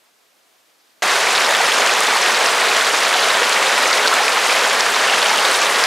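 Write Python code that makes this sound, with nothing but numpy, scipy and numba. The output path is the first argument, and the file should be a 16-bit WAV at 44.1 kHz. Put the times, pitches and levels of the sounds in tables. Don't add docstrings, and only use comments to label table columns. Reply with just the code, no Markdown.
import sys
import numpy as np
from scipy import signal
from scipy.fft import rfft, irfft
from scipy.io import wavfile
from numba import njit

SR = 44100
rng = np.random.default_rng(int(sys.argv[2]) if len(sys.argv) > 2 else 0)


def dump_mix(stems):
    frames = np.atleast_2d(stems).T
    limited = np.clip(frames, -1, 1)
    pcm = np.round(limited * 32767).astype(np.int16)
    wavfile.write(sys.argv[1], SR, pcm)


N = 258426


def from_db(db):
    return 10 ** (np.asarray(db) / 20)


def rms_one(x):
    return x / np.sqrt(np.mean(x ** 2) + 1e-20)


def at_hz(curve, hz):
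    curve_hz, curve_db = np.array(curve).T
    return np.interp(np.log(hz), np.log(curve_hz), curve_db)


def drift(rate_hz):
    pole = np.exp(-40 * np.pi * rate_hz / SR)
    noise = rng.standard_normal(N // 20 + 4002)
    slow = signal.lfilter([1], [1, -2 * pole, pole * pole], noise)[4000:]
    return np.interp(np.arange(N) / 20, np.arange(len(slow)), rms_one(slow))


def patchy_noise(spectrum, width, balance, surge_db, flicker_db):
    hz = np.maximum(np.fft.rfftfreq(N, 1 / SR), 10)
    mid, side = rfft(rng.standard_normal((2, N))) * from_db(at_hz(spectrum, hz))
    side = side * from_db(at_hz(width, hz))
    pair = np.array([mid + side, mid - side]) * from_db(np.outer([.5, -.5], at_hz(balance, hz)))
    out, surge, lower_flicker = 0, drift(5.6), drift(25.0)
    for octave in np.arange(3, 14.6, .5):
        band = np.cos(np.pi * np.clip(np.log2(hz) - octave, -.5, .5)) ** 2
        upper_flicker = drift(30.0)
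        level_db = surge_db * surge + flicker_db * (lower_flicker + upper_flicker)
        out = out + from_db(level_db) * irfft(pair * band, N)
        lower_flicker = upper_flicker
    return rms_one(out)


@njit
def add_rings(out, start_s, peak, hz, cycles, rise, lag_s, pan):
    for k in range(len(start_s)):
        life_samples = cycles[k] / hz[k] * SR
        first = int(start_s[k] * SR)
        swell = .08 + .6 * rise[k] ** 2
        decay = 1 + 2 * rise[k] ** 2
        for ear in range(2):
            side = 2 * ear - 1
            shift = start_s[k] * SR - first + side * lag_s[k] * SR
            gain = peak[k] * (1 + side * pan[k])
            for i in range(min(int(2.5 * life_samples), out.shape[1] - first)):
                age = (i - shift) / life_samples
                pitch_hz = hz[k] * (1 + .7 * rise[k] * age)
                if age > 0 and pitch_hz < .45 * SR:
                    phase = 2 * np.pi * cycles[k] * (age + .35 * rise[k] * age * age)
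                    envelope = age / swell if age < swell else 10. ** ((swell - age) * decay)
                    out[ear, first + i] += gain * envelope * np.sin(phase)


def bubbles(rows, lag_spread_s=5e-6, pan_spread=0.035):
    start_s, peak_db, hz, cycles, rise = np.array(rows, float).T.copy()
    lag, pan, polarity = rng.standard_normal((len(start_s), 3)).T
    out = np.full((2, N), 1e-18)
    add_rings(out, start_s, from_db(peak_db) * np.sign(polarity), hz, np.maximum(cycles, 1),
              np.maximum(rise, 0), lag_spread_s * lag, pan_spread * pan)
    low_cut = signal.butter(4, 260, "high", fs=SR, output="sos")
    return signal.sosfilt(low_cut, out)


# frequency in Hz, relative density in dB.
AIR_SPECTRUM = [(24, -60), (40, -33), (312, -5.5), (715, -2.5), (896, -4.5), (1180, -4.5), (1370, -5),
                (1810, -5.5), (4460, -8), (14500, -15.5), (16000, -30)]
# frequency in Hz, side minus mid in dB.
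AIR_WIDTH = [(60, -3), (110, -3), (200, -4), (380, -3), (700, -2), (1290, -3), (2380, -5), (4400, -7),
             (8120, -12), (15000, -37)]


def forest_air(level_db=-57):
    balance = [(100, 0), (9000, 0)]
    return from_db(level_db) * patchy_noise(AIR_SPECTRUM, AIR_WIDTH, balance, surge_db=0.5, flicker_db=0.4)


def rustle(middle_s=.84, spread_s=.06, level_db=-68, band_hz=(3500, 5600)):
    band = signal.butter(2, band_hz, "band", fs=SR, output="sos")
    hiss = signal.sosfilt(band, rng.standard_normal((2, N)))
    swell = np.exp(-.5 * ((np.arange(N) / SR - middle_s) / spread_s) ** 2)
    return from_db(level_db + 3.0 * drift(25.0)) * swell * rms_one(hiss + .6 * hiss[::-1])


# start in seconds, peak in dB, pitch in Hz, life in cycles, pitch rise factor.
DRIP = [(0.905, -47, 4600, 13, 0.1)]


def drip():
    return bubbles(DRIP)


# frequency in Hz, relative density in dB.
RUSH_SPECTRUM = [(35, -77), (60, -47), (212, -15.5), (323, -14), (408, -4), (480, -2.5), (1090, 0),
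                 (1860, -1.5), (2050, -3), (4220, -8), (7060, -14), (11000, -21.5), (14900, -36),
                 (16000, -37)]
# frequency in Hz, side minus mid in dB.
RUSH_WIDTH = [(60, -17), (110, -34), (200, -48), (380, -35), (700, -27.5), (1290, -43.5), (2380, -36.5),
              (4400, -33), (8120, -12), (15000, -25)]
# frequency in Hz, left minus right in dB.
RUSH_BALANCE = [(60, 0.0), (110, 0.5), (200, -0.5), (380, -0.5), (700, 0.0), (1290, -0.5), (2380, 0.0),
                (4400, -0.5), (8120, -1.5), (15000, -1)]


def rush(level_db=-16.5):
    noise = patchy_noise(RUSH_SPECTRUM, RUSH_WIDTH, RUSH_BALANCE, surge_db=0.15, flicker_db=0.62)
    return from_db(level_db) * noise


# frequency in Hz, relative density in dB.
FROTH_SPECTRUM = [(180, -32), (300, -18.5), (486, -1), (1850, 0), (7240, -13), (9670, -17.5), (14000, -66)]


def froth(level_db, count, clump_db, size_db, min_cycles, max_rise):
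    time_draw, pitch_draw, size_draw, life_draw, rise_draw = rng.random((count, 5)).T
    births = np.cumsum(from_db(clump_db * drift(30.0) + 2.0 * drift(5.0)))
    start_s = np.interp(time_draw, births / births[-1], np.arange(N) / SR)
    low_hz, high_hz = FROTH_SPECTRUM[0][0], FROTH_SPECTRUM[-1][0]
    hz = low_hz * (high_hz / low_hz) ** pitch_draw
    boost_db = size_db * np.minimum(-np.log(1 - size_draw), 3.2)
    peak_db = at_hz(FROTH_SPECTRUM, hz) + 20 * np.log10(hz) + boost_db
    cycles = min_cycles * 2.5 ** life_draw
    rings = bubbles(np.c_[start_s, peak_db, hz, cycles, max_rise * rise_draw])
    return from_db(level_db) * rms_one(rings)


# start in seconds, peak in dB, pitch in Hz.
POPS = [(1.027, -8, 1970), (1.2734, -6, 2260), (1.3071, -10, 6240), (1.3297, -7, 7880), (1.3516, -4, 3630),
        (1.3584, -5, 5070), (1.3628, -7, 4410), (1.379, -5, 4200), (1.382, -8, 2580), (1.4479, -10, 3650),
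        (1.55, -3, 3400), (1.5672, -8, 7450), (1.5691, -11, 4940), (1.72, -2.5, 3250), (1.8628, -7, 6230),
        (1.8643, -7, 1730), (1.8947, -5, 2490), (1.9119, -7, 4750), (1.938, -4, 6760), (2.0058, 1, 8290),
        (2.011, -13, 1200), (2.0691, -8, 6900), (2.0817, -10.5, 850), (2.1263, -9, 880), (2.1707, -7, 4500),
        (2.2623, -6, 2610), (2.2932, -8, 995), (2.3462, -5, 4580), (2.4619, -3, 5180), (2.4799, -7, 4200),
        (2.6164, -9, 2360), (2.7163, -5, 2460), (2.8096, -6, 3370), (3.0256, -7, 1900), (3.1411, -8, 3750),
        (3.1554, -13, 720), (3.1967, -5, 4480), (3.2124, -7, 4140), (3.2327, -6, 4110), (3.3027, -7, 3750),
        (3.3619, -7, 3350), (3.4153, -15, 470), (3.4948, -3, 7410), (3.5259, -4, 4100), (3.531, -6, 6150),
        (3.5722, -7, 2160), (3.777, -6, 2200), (3.8574, -5, 2150), (3.9135, -8, 1330), (3.93, -1.5, 4400),
        (4.0305, -7, 3720), (4.057, -6, 1430), (4.0755, 5, 4300), (4.0802, 1, 4070), (4.1147, -8, 1040),
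        (4.127, -6, 1450), (4.131, -5.5, 1330), (4.1364, -10, 1240), (4.1415, -2, 7500), (4.2036, -9, 790),
        (4.281, -2, 2500), (4.6432, -7, 3200), (4.799, -11, 7250), (4.8078, 2, 5240), (4.9457, -6, 3830),
        (5.0769, -7, 2840), (5.098, -6, 2750), (5.1896, -9, 5000), (5.2184, -6, 3320), (5.2273, -4, 4170),
        (5.26, -3, 3000), (5.3121, -8.5, 865), (5.3884, -3, 2770), (5.4513, 0, 3400), (5.5147, -9, 8200),
        (5.5201, -6, 4100), (5.568, -8, 8890), (5.6179, -5, 5800), (5.6185, -8, 1120), (5.624, -5, 2690),
        (5.699, -6, 1930), (5.8392, 2, 4900)]


def pops(base_cycles=5.7, cycles_per_db=-0.46, cycles_per_octave=-0.88, rise=0.1):
    rows = []
    for start_s, peak_db, hz in POPS:
        cycles = base_cycles + cycles_per_db * peak_db + cycles_per_octave * np.log2(hz / 3000)
        rows.append((start_s, peak_db, hz, cycles, rise))
    return bubbles(rows)


# start in seconds, peak in dB, starting pitch in Hz.
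GULPS = [(1.595, -8.5, 528), (2.152, -10.5, 639)]


def gulps(cycles=10.3, rise=1.1):
    return bubbles([(start_s, peak_db, hz, cycles, rise) for start_s, peak_db, hz in GULPS])


def scene(stream_start_s=1.0215, crossfade_s=0.00073):
    stream_on = np.clip((np.arange(N) / SR - stream_start_s) / crossfade_s, 0, 1)
    flow = rush()
    fizz = froth(level_db=-22, count=14000, clump_db=4.0, size_db=3.5, min_cycles=2.83, max_rise=0.41)
    gurgle = froth(level_db=-27, count=1500, clump_db=3.0, size_db=2.5, min_cycles=8.23, max_rise=0.845)
    air = forest_air()
    stream = flow + fizz + gurgle + pops() + gulps()
    return stream_on * stream + (1 - stream_on) * (air + rustle()) + drip()


def record(dry, narrow_hz=12000, cutoff_hz=15750):
    mid, side = (dry[0] + dry[1]) / 2, (dry[0] - dry[1]) / 2
    side = signal.sosfiltfilt(signal.butter(3, narrow_hz, fs=SR, output="sos"), side)
    clipped = np.clip([mid + side, mid - side], -1, 1)
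    return signal.sosfilt(signal.ellip(12, .3, 80, cutoff_hz, fs=SR, output="sos"), clipped)


dry = scene()
out = record(dry)
dump_mix(out)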